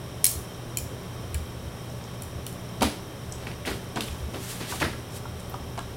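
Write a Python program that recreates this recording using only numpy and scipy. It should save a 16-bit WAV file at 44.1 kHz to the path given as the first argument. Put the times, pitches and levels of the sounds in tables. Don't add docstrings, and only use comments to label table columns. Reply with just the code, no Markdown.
import sys
import numpy as np
from scipy import signal
from scipy.fft import rfft, irfft
from scipy.io import wavfile
from scipy.ndimage import uniform_filter1d

SR = 44100
rng = np.random.default_rng(int(sys.argv[2]) if len(sys.argv) > 2 else 0)


def bounce(signal):
    frames = np.transpose(np.atleast_2d(signal))
    limited = np.clip(frames, -1, 1)
    pcm = np.round(limited * 32767).astype(np.int16)
    wavfile.write(sys.argv[1], SR, pcm)


def elevation(decibels):
    levels = np.asarray(decibels, float)
    return 10 ** (levels / 20)


N = 262836
TIME = np.arange(N) / SR


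def unit(x):
    return x / np.sqrt(np.mean(x ** 2))


def colour(x, points, peaks=(), tilt_db=0):
    hz = np.maximum(np.arange(len(x) // 2 + 1) * SR / len(x), 1)
    at, db = np.transpose(points)
    gain = np.interp(np.log(hz), np.log(at), db) + tilt_db * np.log2(hz / 1000)
    for mid, width, top in peaks:
        gain = gain + top / (1 + (2 * (hz - mid) / width) ** 2)
    return irfft(rfft(x) * elevation(gain), len(x))


def band(x, hz, octaves):
    edges = hz * 2. ** (octaves * np.array([-.5, .5]))
    edges = np.minimum(edges, [.4 * SR, .45 * SR])
    return unit(signal.sosfilt(signal.butter(2, edges, "band", fs=SR, output="sos"), x))


def walk(rate):
    k = int(SR / rate)
    steps = np.repeat(rng.standard_normal(N // k + 1), k)
    return uniform_filter1d(uniform_filter1d(steps, k), k)[:N]


def fade(t, t60):
    return np.exp(-np.log(1000) * t / max(t60, .002))


def swell(s, rise, t60):
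    climb = np.clip(1 + (TIME - s) / max(rise, .002), 0, 1) ** 2
    return climb * fade(np.maximum(TIME - s, 0), t60)


def add(track, s, x):
    i = int(s * SR)
    track[i:i + len(x)] += x[:N - i]


# f/Hz, density/(dB per Hz)
FAN_AIR = [(15, -29), (25, -11), (40, -10), (52, -32), (90, -7.5), (125, -5.5), (200, -14), (390, -14),
           (1170, -23.5), (1490, -26), (3100, -32), (4410, -36.5), (6500, -39.5), (12000, -39.5),
           (13000, -43.5)]
# f/Hz, width/Hz, level over the hiss/dB
FAN_CAVITIES = [(180, 25, 5.5), (392.3, 7.2, 7.5), (577, 36, 4), (1130, 49, 5.5), (3170, 205, 8),
                (3786, 380, 6.5), (5325, 150, 12.5), (5740, 335, 12), (7040, 80, 1), (8020, 160, 6),
                (8700, 380, 6), (9600, 150, 5.5), (10950, 300, 6), (11940, 250, 7.5), (15000, 400, 1)]
# f/Hz, level/dB rms
MAINS_HUM = [(120, -42.5), (179, -55), (240, -55.5)]


def fan():
    air = colour(rng.standard_normal(N), FAN_AIR, FAN_CAVITIES)
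    bass = signal.sosfiltfilt(signal.butter(2, 200, fs=SR, output="sos"), air)
    hiss = air - bass
    scale = elevation(-42) / np.std(hiss)
    hum = np.zeros(N)
    for hz, db in MAINS_HUM:
        level = np.sqrt(2) * elevation(db + 1.42 * walk(16))
        hum += level * np.sin(2 * np.pi * hz * TIME + 0.61 * walk(4.3))
    moving_hiss = elevation(0.25 * walk(5.27)) * hiss
    moving_bass = elevation(-1 + 0.83 * walk(2.46)) * bass
    return scale * (moving_bass + moving_hiss) + hum


# peak t/s, level/dB
WEIGHT_SHIFTS = [(.38, -43), (.85, -42.5), (1.37, -33), (1.59, -39), (2.39, -47), (2.85, -38), (3.37, -42),
                 (3.62, -43), (4.23, -36), (4.85, -35), (5.33, -45), (5.75, -51), (5.94, -42)]


def rumble():
    shake = elevation(-46) + sum(elevation(db) * swell(s, rise=0.12, t60=0.27) for s, db in WEIGHT_SHIFTS)
    return shake * band(rng.standard_normal(N), 76.9, 0.52)


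# t/s, peak level/dB, loudest ring f/Hz, rattle/dB, brightness/(dB per
FIRST_CHINKS = [
    (.2424, 0.5, 9800, -2.5, -2.5),
    (.2527, -6.5, 11400, 1.5, -4),
    (.2640, -6, 8300, -2.5, -3),
    (.2720, -32, 8320, 12, 3),
    (.3135, -22, 15000, 0, -2),
]
# f/Hz, level/dB, t60/s
FURRED_TAG = [(2260, -14.5, 0.014), (4210, -14, 0.034), (4870, -19, 0.037), (5360, -13, 0.034),
              (6500, -11, 0.019), (7700, -17, 0.016), (8300, -17, 0.065), (9700, -4.5, 0.014),
              (10070, -3, 0.015), (11300, -2, 0.013), (11400, -6, 0.017), (12800, -1, 0.019),
              (13600, -5, 0.016), (15500, -2, .018)]
# t/s, peak level/dB, loudest ring f/Hz, rattle/dB, brightness/(dB per
LATER_CHINKS = [(.7714, -7.5, 7640, -0.5, 4.3), (.7805, -17, 9900, -3, 5), (.7835, -19, 7730, -3, 6),
                (.786, -17, 9150, -6, 3), (1.3440, -15.5, 9600, 1.5, 3.6), (1.3525, -31, 9660, 7, 3),
                (2.2213, -19.5, 8800, 1, 5.5), (2.2305, -35, 7700, 4, 5), (2.2345, -31, 7300, 5, 5.4),
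                (2.4652, -16, 9970, 3, 1), (2.4735, -33, 8700, 4, 3), (2.5265, -28, 10000, -2, 5)]
# f/Hz, level/dB, t60/s
LATER_TAG = [(2420, -1, 0.013), (3100, -10, .025), (4320, -14.5, 0.041), (5700, -20, .025),
             (7080, -8.5, 0.019), (7730, -4.5, 0.014), (8700, -9.5, 0.015), (9340, -4, 0.0093),
             (10040, 1.5, 0.0064), (11420, -3, 0.01), (13500, -16, 0.013), (15500, -13, 0.01)]


def chinks(hits, modes, focus_db, rattle_t60):
    ringing, rattling = np.zeros((2, N))
    t = TIME[:SR // 4]
    hz, db, t60 = np.transpose(modes)
    for s, peak_db, loud_hz, rattle_db, tilt_db in hits:
        scatter_db = 2.5 * rng.standard_normal(len(hz))
        focus = focus_db / (1 + ((hz - loud_hz) / 700) ** 2)
        mix = elevation(db + scatter_db + tilt_db * np.log2(hz / 9000) + focus)
        phase = .9 * rng.standard_normal(len(hz)) - 2 * np.pi * hz * .0011
        ring = np.zeros(len(t))
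        for f, g, d, p in zip(hz, mix, t60, phase):
            ring += g * np.sin(2 * np.pi * f * t + p) * fade(t, d)
        rattle = band(rng.standard_normal(len(t)), 13400, 3.5 - 0.24 * tilt_db) * fade(t, rattle_t60)
        strike = elevation(peak_db + 0.5) * (1 - fade(t, 0.0069))
        add(ringing, s, strike * ring / np.sqrt(np.sum(mix ** 2)))
        add(rattling, s, strike * elevation(rattle_db - 5.0) * rattle)
    return np.array([ringing, rattling])


# t/s, peak level/dB, f/Hz, t60/s
TABLE_FLEXES = [(0.38, -33, 56, 0.16), (0.819, -26.5, 84, 0.13), (1.346, -19.5, 76.3, 0.19),
                (2.817, -31, 59.6, 0.24), (2.835, -21, 254, 0.18), (3.965, -31, 345, 0.13),
                (4.814, -26.5, 353, 0.22), (3.699, -30, 64, 0.27), (4.092, -26.5, 75, 0.16),
                (4.122, -22, 80.5, 0.071), (4.211, -34, 72, 0.31), (4.284, -18.5, 214, 0.038),
                (4.838, -37, 85, .25)]


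def thumps():
    out, t = np.zeros(N), TIME[:SR // 2]
    for s, peak_db, hz, t60 in TABLE_FLEXES:
        swing = np.sin(2 * np.pi * hz * t) * fade(t, t60)
        add(out, s, elevation(peak_db) * swing * (1 - fade(t, 0.035)))
    return out


# t/s, peak level/dB, f/Hz
CLAW_TAPS = [(1.3474, -31, 2600), (3.3834, -42, 3230), (3.4705, -27.5, 2200), (3.5154, -35, 2400),
             (3.6516, -28, 2310), (3.6775, -26, 2990), (3.9594, -31, 3270), (4.0073, -20, 3200),
             (4.0214, -28, 3620), (4.0344, -32, 3620), (4.0774, -38, 3100), (4.0836, -29, 3060),
             (4.3445, -32.5, 3100), (4.8194, -18.5, 2150), (5.5413, -41, 3150), (5.7773, -38, 1920),
             (5.7907, -31, 3300)]
# t/s, peak level/dB, f/Hz
KNOCKS = [(2.819, -13.5, 778), (2.824, -16.5, 553), (2.831, -17.5, 966), (3.970, -25, 1203),
          (4.607, -34, 1110), (4.723, -24.5, 1147), (4.736, -28, 930), (4.812, -23, 896),
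          (4.826, -16.5, 1690), (4.849, -22.5, 1595), (4.933, -32.5, 1620), (5.255, -31, 1130),
          (1.349, -37, 1930), (5.5415, -24.5, 983), (5.778, -29, 820), (5.784, -27, 900),
          (5.790, -30, 1370), (5.805, -36, 1100)]


def ticks(hits, spread, boost_db, t60):
    out, t = np.zeros(N), TIME[:SR // 8]
    for s, peak_db, hz in hits:
        detune = spread * np.array([-1, 0, 1]) + 0.03 * rng.standard_normal(3)
        pitch = hz * np.exp(detune)
        ring = np.sin(2 * np.pi * pitch[:, None] * t).sum(axis=0)
        add(out, s, elevation(peak_db + boost_db) * ring * fade(t, t60) * (1 - fade(t, 0.13 * t60)))
    return out


# t/s, peak level/dB, centre f/Hz, width/octaves
CLAW_SKIDS = [(1.900, -37, 6200, .46), (2.040, -36, 6000, .7), (2.809, -22, 4500, 1.6),
              (2.822, -21, 9000, 1.2), (2.8285, -18, 8900, 0.81), (2.4655, -28, 2980, 0.56),
              (3.3225, -23.5, 7300, .5), (3.326, -28, 5900, 1.5), (3.515, -38, 5500, 1.7),
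              (3.655, -38, 9000, 1.2), (3.959, -27.5, 6960, 0.59), (4.0073, -22.5, 9000, 1.2),
              (4.0073, -26, 4430, 0.82), (4.038, -30, 8500, 0.67), (4.078, -35, 8700, 1.1),
              (4.335, -38, 5000, 1.4), (4.340, -36, 7000, 1.1), (4.801, -32, 7000, 1.8),
              (5.398, -34, 8940, .69), (5.403, -37, 8500, .8), (5.494, -39, 13000, .45),
              (5.498, -31, 13000, 0.53), (5.503, -37, 13000, .45), (5.542, -37, 5000, 1.2),
              (5.777, -34, 6000, 1.1), (5.791, -30, 8440, .51), (3.842, -40, 9000, 1.2),
              (3.890, -41, 10500, .8)]


def scratches(hits, boost_db):
    out, t = np.zeros(N), TIME[:SR // 8]
    envelope = fade(t, 0.012) * (1 - fade(t, 0.0018))
    for s, peak_db, hz, octaves in hits:
        burst = band(rng.standard_normal(len(t)), hz, octaves)
        add(out, s, elevation(peak_db + boost_db) * burst * envelope)
    return out


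# t/s, level/dB, rise/s, t60/s, brightness/(dB per octave)
LANDINGS = [(2.81, -26.5, 0.0027, 0.11, 0), (2.816, -21.5, 0.0079, 0.27, 2), (3.378, -43, 0.057, .3, 0.5),
            (3.466, -36, 0.0044, 0.28, 0.5), (3.652, -29, 0.031, 0.28, 0.5),
            (3.957, -26, 0.0086, 0.21, -0.5), (4.004, -51, .005, .35, 11), (4.335, -31, 0.0093, 0.19, 0),
            (4.606, -34.5, 0.0038, 0.27, -0.5), (4.806, -23.5, 0.023, 0.13, 0),
            (4.835, -29, 0.0076, 0.27, 0.5), (5.773, -36, 0.014, 0.022, 1)]
# f/Hz, density/(dB per Hz)
PAW_COLOUR = [(70, -18), (130, -9), (250, 1), (400, -3), (900, -10), (1600, -14), (2800, -17), (4300, -19),
              (7000, -32), (10000, -30.5), (15600, -41)]


def paws():
    out, t = np.zeros(N), TIME[:SR // 2]
    for s, db, rise, t60, tilt_db in LANDINGS:
        grain = rng.standard_normal(len(t))
        unevenness_db = 2.5 * np.repeat(rng.standard_normal(len(t) // 90), 90)
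        scrabble = unit(colour(grain * elevation(unevenness_db), PAW_COLOUR, tilt_db=tilt_db))
        press = np.minimum(t / max(rise, .001), 1) * fade(np.maximum(t - rise, 0), t60)
        add(out, s, elevation(db) * scrabble * press)
    return out


# peak t/s, hiss level/dB, rise/s, t60/s, duller rub relative/dB
BREATHS = [
    (3.658, -41.5, 0.01, 0.33, 7),
    (3.705, -44, 0.058, .4, -5),
    (4.01, -43, .008, 1, 1),
    (4.04, -55, .01, 0.16, -3),
    (4.518, -37.5, 0.24, .55, -2),
    (4.608, -56, 0.016, 0.73, 16),
    (4.716, -37, 0.071, 0.7, 0),
    (4.802, -41.5, .005, 0.24, 9),
    (5.165, -42.5, 0.091, 0.21, -11),
]
# f/Hz, density/(dB per Hz)
NOSE_HISS = [(3240, -9), (5500, -6), (6300, -5.5), (9080, -3.5), (12200, -8), (14000, -10), (15600, -15)]


def puffs():
    hiss_level, rub_level = np.zeros((2, N))
    for s, db, rise, t60, rub_db in BREATHS:
        breath = swell(s, rise, t60)
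        hiss_level += elevation(db) * breath
        rub_level += elevation(db + rub_db - 3.5) * breath
    hiss = hiss_level * unit(colour(rng.standard_normal(N), NOSE_HISS))
    rub = rub_level * band(rng.standard_normal(N), 2470, 1.7)
    return elevation(1.7 * walk(60)) * (hiss + rub)


def room(direct, radiated):
    t = TIME[:SR // 2]
    walls = [(100, 2.5), (1000, -7.0), (6000, -1.5), (10000, -1.0), (13000, -2.0), (16000, -5)]  # f/Hz, dB
    tail = colour(rng.standard_normal(len(t)), walls) * fade(t, 0.38) * (t > .009)
    tail = tail / np.sqrt(np.sum(tail ** 2))
    return direct + elevation(-6) * signal.fftconvolve(radiated, tail)[:N]


def scene():
    first = chinks(FIRST_CHINKS, FURRED_TAG, focus_db=14.0, rattle_t60=0.016)
    later = chinks(LATER_CHINKS, LATER_TAG, focus_db=6.7, rattle_t60=0.008)
    ring, rattle = first + later
    taps = ticks(CLAW_TAPS, spread=0.13, boost_db=0.5, t60=0.013)
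    knocks = ticks(KNOCKS, spread=0.191, boost_db=-1.2, t60=0.035)
    feet = scratches(CLAW_SKIDS, boost_db=-3) + taps + knocks + paws()
    radiated = elevation(-6.5) * ring + elevation(2.5) * rattle + feet
    near = room(ring + rattle + feet, radiated)
    mono = near + thumps() + rumble() + puffs() + fan()
    return np.array([mono, mono])


def low_pass(x):
    return signal.sosfilt(signal.butter(12, 16820, fs=SR, output="sos"), x)


def record(dry):
    low = signal.sosfiltfilt(signal.ellip(8, .1, 40, 15900, fs=SR, output="sos"), dry)
    return low_pass(low + elevation(-35) * (dry - low))


dry = scene()
out = record(dry)
bounce(out)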